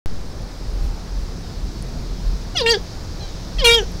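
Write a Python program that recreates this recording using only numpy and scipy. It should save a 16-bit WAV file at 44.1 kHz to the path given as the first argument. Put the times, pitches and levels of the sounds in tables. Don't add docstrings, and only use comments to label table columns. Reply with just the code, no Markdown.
import sys
import numpy as np
from scipy import signal
from scipy.fft import rfft, irfft
from scipy.io import wavfile
from scipy.ndimage import uniform_filter1d

SR = 44100
rng = np.random.default_rng(int(sys.argv[2]) if len(sys.argv) > 2 else 0)


def generate_wav(signal):
    frames = np.transpose(np.atleast_2d(signal))
    scaled = np.clip(frames, -1, 1) * 32767
    pcm = np.round(scaled).astype(np.int16)
    wavfile.write(sys.argv[1], SR, pcm)


def undo_db(level):
    steps = np.asarray(level, float) / 20
    return 10 ** steps


N = 176400

# (time [s], pitch [Hz], chest level [dB])
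FIRST_SQUEAL_FOLDS = [(2.548, 751, -37), (2.556, 729, -27), (2.577, 663, -45), (2.6, 579, -32),
                      (2.609, 546.5, -23), (2.62, 477.6, -18), (2.628, 463, -25)]
FIRST_BLEAT_FOLDS = [(2.662, 454.5, -18.5), (2.71, 469, -19), (2.722, 466, -18), (2.752, 402.3, -21),
                     (2.766, 374, -26.5), (2.79, 370, -74)]
SECOND_SQUEAL_FOLDS = [(3.583, 678, -42), (3.595, 619, -42), (3.606, 616, -38), (3.62, 549.4, -28.5),
                       (3.634, 524, -21)]
SECOND_BLEAT_FOLDS = [(3.647, 474, -16), (3.687, 466, -13), (3.74, 468, -20), (3.771, 460.7, -19.5),
                      (3.787, 442.3, -19.5), (3.821, 371, -27.5), (3.85, 380, -57)]
# (time [s], centre [Hz], level [dB])
FIRST_SQUEAL_MOUTH = [
    [(2.548, 2200, -52), (2.562, 2170, -38), (2.602, 1770, -33), (2.622, 1850, -45), (2.658, 1870, -46)],
    [(2.548, 2950, -47), (2.56, 2900, -28), (2.572, 3230, -15), (2.598, 2770, -24.5), (2.61, 2900, -33.5),
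     (2.658, 2780, -45)],
    [(2.548, 4300, -43), (2.57, 4570, -26), (2.584, 3830, -25), (2.602, 3500, -28), (2.61, 3500, -31),
     (2.62, 4000, -25), (2.628, 3700, -45), (2.658, 3680, -38)],
    [(2.548, 5800, -48), (2.574, 5970, -26), (2.586, 4930, -23), (2.602, 4700, -25.5), (2.614, 5000, -29),
     (2.622, 4300, -33), (2.658, 4600, -54)],
    [(2.555, 9670, -70), (2.57, 9300, -53), (2.585, 8400, -56), (2.604, 8700, -49), (2.612, 11500, -53),
     (2.622, 8800, -75), (2.658, 8000, -75)],
]
FIRST_BLEAT_MOUTH = [
    [(2.663, 1850, -23), (2.724, 1850, -27.5), (2.745, 1760, -22), (2.754, 1660, -31.5), (2.765, 1500, -62)],
    [(2.663, 2550, -16.5), (2.68, 3120, -19), (2.69, 2950, -13), (2.705, 2960, -25), (2.72, 3250, -27),
     (2.732, 3200, -35), (2.744, 3340, -21), (2.76, 3370, -33), (2.775, 3350, -56)],
    [(2.663, 3500, -31), (2.675, 3920, -22.5), (2.684, 4200, -22), (2.694, 4570, -29), (2.703, 4630, -13.5),
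     (2.722, 4460, -14), (2.734, 4500, -33), (2.745, 4700, -27), (2.77, 4560, -56)],
    [(2.663, 4900, -31), (2.68, 4900, -29), (2.69, 5270, -50), (2.722, 6070, -26.5), (2.735, 5970, -36),
     (2.76, 4700, -36), (2.775, 4770, -57)],
    [(2.663, 7850, -47), (2.68, 7000, -44), (2.7, 7450, -36), (2.726, 8300, -46), (2.76, 7000, -65)],
]
SECOND_SQUEAL_MOUTH = [
    [(3.583, 2000, -37), (3.59, 2000, -40), (3.615, 1900, -31), (3.641, 2100, -41)],
    [(3.586, 2940, -26), (3.594, 3020, -25.5), (3.605, 3060, -27), (3.612, 3000, -31), (3.62, 3230, -24),
     (3.629, 3300, -32), (3.64, 3300, -41)],
    [(3.586, 4300, -52), (3.595, 4400, -33), (3.604, 4240, -32), (3.612, 4200, -42), (3.628, 3750, -39),
     (3.638, 3700, -39)],
    [(3.586, 5300, -39), (3.603, 5000, -29), (3.613, 4800, -36), (3.638, 4700, -38)],
    [(3.586, 8700, -75), (3.6, 8700, -55), (3.613, 8700, -72), (3.638, 7000, -75)],
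]
SECOND_BLEAT_MOUTH = [
    [(3.645, 2410, -13.5), (3.652, 2420, -13), (3.66, 2350, -26), (3.668, 2340, -16.5), (3.71, 2240, -9.5),
     (3.73, 2270, -18), (3.75, 2130, -28), (3.795, 1740, -31), (3.835, 1520, -48)],
    [(3.644, 3040, -24), (3.658, 3210, -6.5), (3.674, 2790, -13), (3.692, 2870, -21), (3.708, 3170, -26),
     (3.747, 3376, -11), (3.77, 3300, -20.5), (3.796, 3050, -24), (3.815, 2820, -56)],
    [(3.644, 4330, -23), (3.654, 4310, -17), (3.668, 4240, -20.5), (3.682, 3830, -16), (3.74, 3630, -21.5),
     (3.785, 3500, -32), (3.82, 3500, -65)],
    [(3.644, 5350, -32), (3.66, 6230, -25.5), (3.698, 5630, -29), (3.715, 4640, -28), (3.745, 5080, -21),
     (3.758, 5000, -25), (3.775, 5940, -40), (3.81, 5700, -42), (3.835, 5700, -62)],
    [(3.644, 7000, -39), (3.655, 8600, -37), (3.685, 8700, -30), (3.7, 7240, -36), (3.72, 6700, -35),
     (3.75, 7500, -42), (3.785, 6800, -42), (3.82, 6500, -60)],
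]
MOUTH_WIDTHS = [420, 520, 500, 716, 1300]
# (centre [Hz], width [Hz], level [dB])
NOSE_CAVITIES = [(1380, 800, -18.5), (11000, 4700, -39.5)]
# (time [s], level [dB], ring [Hz])
CHEST_RINGS = [
    (2.766, -20.5, 450),
    (3.823, -24, 460),
]
# (time [s], peak level [dB], ring [Hz])
TWIGS = [(0.422, -44, 9550), (0.5761, -49, 9500), (0.7348, -48, 9500), (1.8253, -30.5, 9400),
         (2.4419, -49, 9500), (3.7894, -40, 10500), (3.8214, -44, 13000), (3.92, -38, 11500)]
# (time [s], length [s], level [dB], top pitch [Hz], brightness [0 to 1])
FAR_CALLS = [(3.198, .12, -41, 870, 1), (.75, .26, -45, 800, 0), (.9, .17, -47, 895, 0),
             (.74, .17, -47, 585, 0), (1.42, .08, -49, 820, 1), (1.88, .24, -46, 705, 0)]
# (frequency [Hz], level [dB])
FAR_TONE = [(800, -2), (1700, -8), (2500, -12), (3300, -11), (4000, 1), (5000, -14)]
# (time [s], buffet level [dB])
GUSTS = [(0.07, -34), (0.36, -34.5), (0.44, -27), (0.47, -38.5), (0.85, -16.5), (1.03, -35), (1.19, -20.5),
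         (1.38, -34), (1.59, -29), (1.65, -21), (1.7, -32), (2.13, -25), (2.17, -32), (2.28, -16),
         (2.52, -35), (3.51, -34), (3.59, -19), (4.0, -31)]
# (frequency [Hz], density [dB per Hz])
BUFFET_TONE = [(8, -17), (24, -5.5), (41, 11), (56, -5.5), (90, -21), (200, -26), (1000, -53), (16000, -63)]
LEAF_TONE = [(29, -3.5), (50, -5), (79, -3), (277, -15), (461, -18.5), (586, -21), (2950, -37.5),
             (5020, -32), (16000, -61.5)]
HISS_TONE = [(1500, -11), (3000, -13), (4000, -3.5), (5200, -1), (6500, -9), (9000, -28)]
# (frequency [Hz], density [dB per Hz])
ENGINE_TONE = [(150, -37), (168, -10), (176, 5), (184, -15), (200, -61), (400, -90)]
RUMBLE_TONE = [(70, -33), (120, 1.5), (220, -2), (400, -23), (1500, -64)]


def read(points, hz):
    f, value = np.transpose(points)
    return np.interp(np.log(hz + 1), np.log(f + 1), value)


def evened(x):
    return x / np.sqrt(np.mean(abs(x) ** 2) + 1e-20)


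def add(mix, s, sound):
    part = mix[round(s * SR):][:len(sound)]
    part += sound[:len(part)]


def slow(shape, s):
    span = max(int(s * SR), 2)
    drift = uniform_filter1d(rng.standard_normal(shape), span)
    return evened(uniform_filter1d(drift, span))


def cavity(f, hz, width):
    return (width * f / (width * f + 1j * (f ** 2 - hz ** 2))) ** 2


def bleat(squeal_folds, bleat_folds, squeal_mouth, bleat_mouth):
    burst_s = bleat_mouth[0][0][0]
    folds = np.transpose(squeal_folds + bleat_folds)
    tracks = [first + then for first, then in zip(squeal_mouth, bleat_mouth)]
    t = np.arange(folds[0, 0], folds[0, -1], 1 / SR)
    pitch, chest_db = (np.interp(t, folds[0], column) for column in folds[1:])
    pitch = uniform_filter1d(pitch, 200) * (1 + 0.0012 * slow(len(t), 0.0052))
    k = np.arange(1, 34)[:, None]
    f = k * pitch
    turn = np.exp(2j * np.pi * k * np.cumsum(pitch) / SR)

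    tract, opening = 0, 0
    for i, (track, width) in enumerate(zip(tracks, MOUTH_WIDTHS)):
        s, centre, db = np.transpose(track)
        gain = undo_db(np.interp(t, s, db))
        tract = tract + (-1) ** i * gain * cavity(f, np.interp(t, s, centre), width)
        opening = opening + gain
    nose = sum((-1) ** i * undo_db(db) * cavity(f, hz, width)
               for i, (hz, width, db) in enumerate(NOSE_CAVITIES))
    tract = tract + opening ** 1.78 * nose

    rasp_db = 13 * np.exp(-abs(t - burst_s) / 0.02)
    break_db = 10 * np.exp(-((t - burst_s + 0.05) / 0.012) ** 2)
    breath = undo_db(-25 + rasp_db + break_db) * np.minimum(f, 5500) / 3500
    breath = breath * (slow(f.shape, 0.00043) + 1j * slow(f.shape, 0.0004))
    wander = undo_db(1.6 * np.minimum(f, 7000) / 2500 * slow(f.shape, 0.006))
    overtones = tract * wander * (1 + breath) * turn * (f < 16000)
    bright = overtones[1:].sum(0)

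    second_db, third_db = -11, -25
    chest = turn[0] + undo_db(second_db) * turn[1] + undo_db(third_db) * turn[2]
    edge = np.minimum(np.minimum(t - t[0], t[-1] - t) / 0.0038, 1)
    return t[0], np.sqrt(2) * edge * (undo_db(chest_db) * chest + bright).real


def chest_ring(s, db, hz):
    ring_s = 0.0061
    u = np.arange(0, 6, 1 / (SR * ring_s))
    swell = 2 * u * np.exp(-u ** 2 / 2)
    return s, undo_db(db) * swell * np.sin(2 * np.pi * hz * ring_s * u)


def twig(s, peak_db, ring_hz):
    snap_s, crack_hz = 0.00034, 8500
    t = np.arange(-3, 5, 1 / (SR * snap_s))
    crack = 1.6 * np.cos(2 * np.pi * crack_hz * snap_s * t) * np.exp(-45 * t ** 2)
    grit = evened(np.diff(rng.standard_normal(400)))[:len(t)]
    snap = np.cos(2 * np.pi * ring_hz * snap_s * t) + 0.3 * grit
    return s - 3 * snap_s, undo_db(peak_db) * (snap * np.exp(-t ** 2 / 2) + crack)


def far_bleat(start, length, level_db, top_hz, bright):
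    u = np.arange(0, 1, 1 / (SR * length))
    sag = 0.13 * (1.15 * bright - 0.05) * u ** 0.5
    f = np.arange(1, 7)[:, None] * top_hz * (1 - sag)
    level = read(FAR_TONE, f) - 30 * (1 - bright) * (f > 1000)
    level = level + 3 * slow(f.shape, 0.015)
    lines = undo_db(level) * np.sin(2 * np.pi * np.cumsum(f, 1) / SR)
    return start, undo_db(level_db) * np.sin(np.pi * u ** 0.5) ** 0.7 * lines.sum(0)


def woods(x):
    echo_db, t60_s, first_s = -19.5, 0.16, 0.012
    t = np.arange(SR // 2) / SR
    tail = rng.standard_normal(len(t)) * undo_db(-60 * t / t60_s) * (t > first_s)
    return undo_db(echo_db) * signal.fftconvolve(x, tail / np.linalg.norm(tail))[:N]


def noise(tone, patchy_db):
    frames = N // 256 + 5
    length = frames * 256
    patches = uniform_filter1d(rng.standard_normal((513, frames)), 14, 0)
    patches = evened(uniform_filter1d(patches, 12, 1))
    colour = undo_db(read(tone, np.fft.rfftfreq(length, 1 / SR)))
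    steady = irfft(rfft(rng.standard_normal(length)) * colour)
    z = signal.stft(steady, nperseg=1024, noverlap=768)[2]
    z = z[:, :frames] * undo_db(patchy_db * patches)
    return evened(signal.istft(z, nperseg=1024, noverlap=768)[1][:N])


def wind():
    t = np.arange(N) / SR
    gust_db = np.interp(t, *np.transpose(GUSTS))
    buffet = noise(BUFFET_TONE, 0)
    buffet = buffet / (0.2 + uniform_filter1d(abs(buffet), 2500))
    rustle = undo_db(-31.5) * noise(LEAF_TONE, 0.8)
    hiss_db = -43 + 2 * (t - 3.5)
    return undo_db(gust_db) * evened(buffet) + rustle + undo_db(hiss_db) * noise(HISS_TONE, 1.2)


def far_engine():
    t = np.arange(N) / SR
    peak_s, spread_s = 1.96, 0.31
    swell = undo_db(-36.5) * np.exp(-((t - peak_s) / spread_s) ** 2 / 2)
    rumble = swell * noise(RUMBLE_TONE, 1.1)
    hum_db = -47.5 + (t - 2)
    return undo_db(hum_db) * noise(ENGINE_TONE, 0.68) + rumble


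def scene():
    calls = np.zeros(N)
    add(calls, *bleat(FIRST_SQUEAL_FOLDS, FIRST_BLEAT_FOLDS, FIRST_SQUEAL_MOUTH, FIRST_BLEAT_MOUTH))
    add(calls, *bleat(SECOND_SQUEAL_FOLDS, SECOND_BLEAT_FOLDS,
                      SECOND_SQUEAL_MOUTH, SECOND_BLEAT_MOUTH))
    for source, events in ((chest_ring, CHEST_RINGS), (far_bleat, FAR_CALLS), (twig, TWIGS)):
        for event in events:
            add(calls, *source(*event))
    return (calls + woods(calls) + wind() + far_engine())[None]


def low_pass(x):
    return signal.sosfilt(signal.butter(12, 16670, fs=SR, output="sos"), x)


def record(dry):
    on_s, step, settle_s = 0.0595, -0.19, 0.12
    ceiling, knee, edge_hz = 0.5, 17, 15820
    t = np.arange(N) / SR - on_s
    self_noise = undo_db(-60) * rng.standard_normal(N)
    x = dry + self_noise + step * np.exp(-abs(t) / settle_s)
    x = x / (1 + abs(x / ceiling) ** knee) ** (1 / knee)
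    lowpass = signal.firwin(1023, edge_hz, window=("kaiser", 9), fs=SR)
    x = signal.oaconvolve(x, lowpass[None], "same")
    return low_pass(x * (t >= 0))


dry = scene()
out = record(dry)
generate_wav(out)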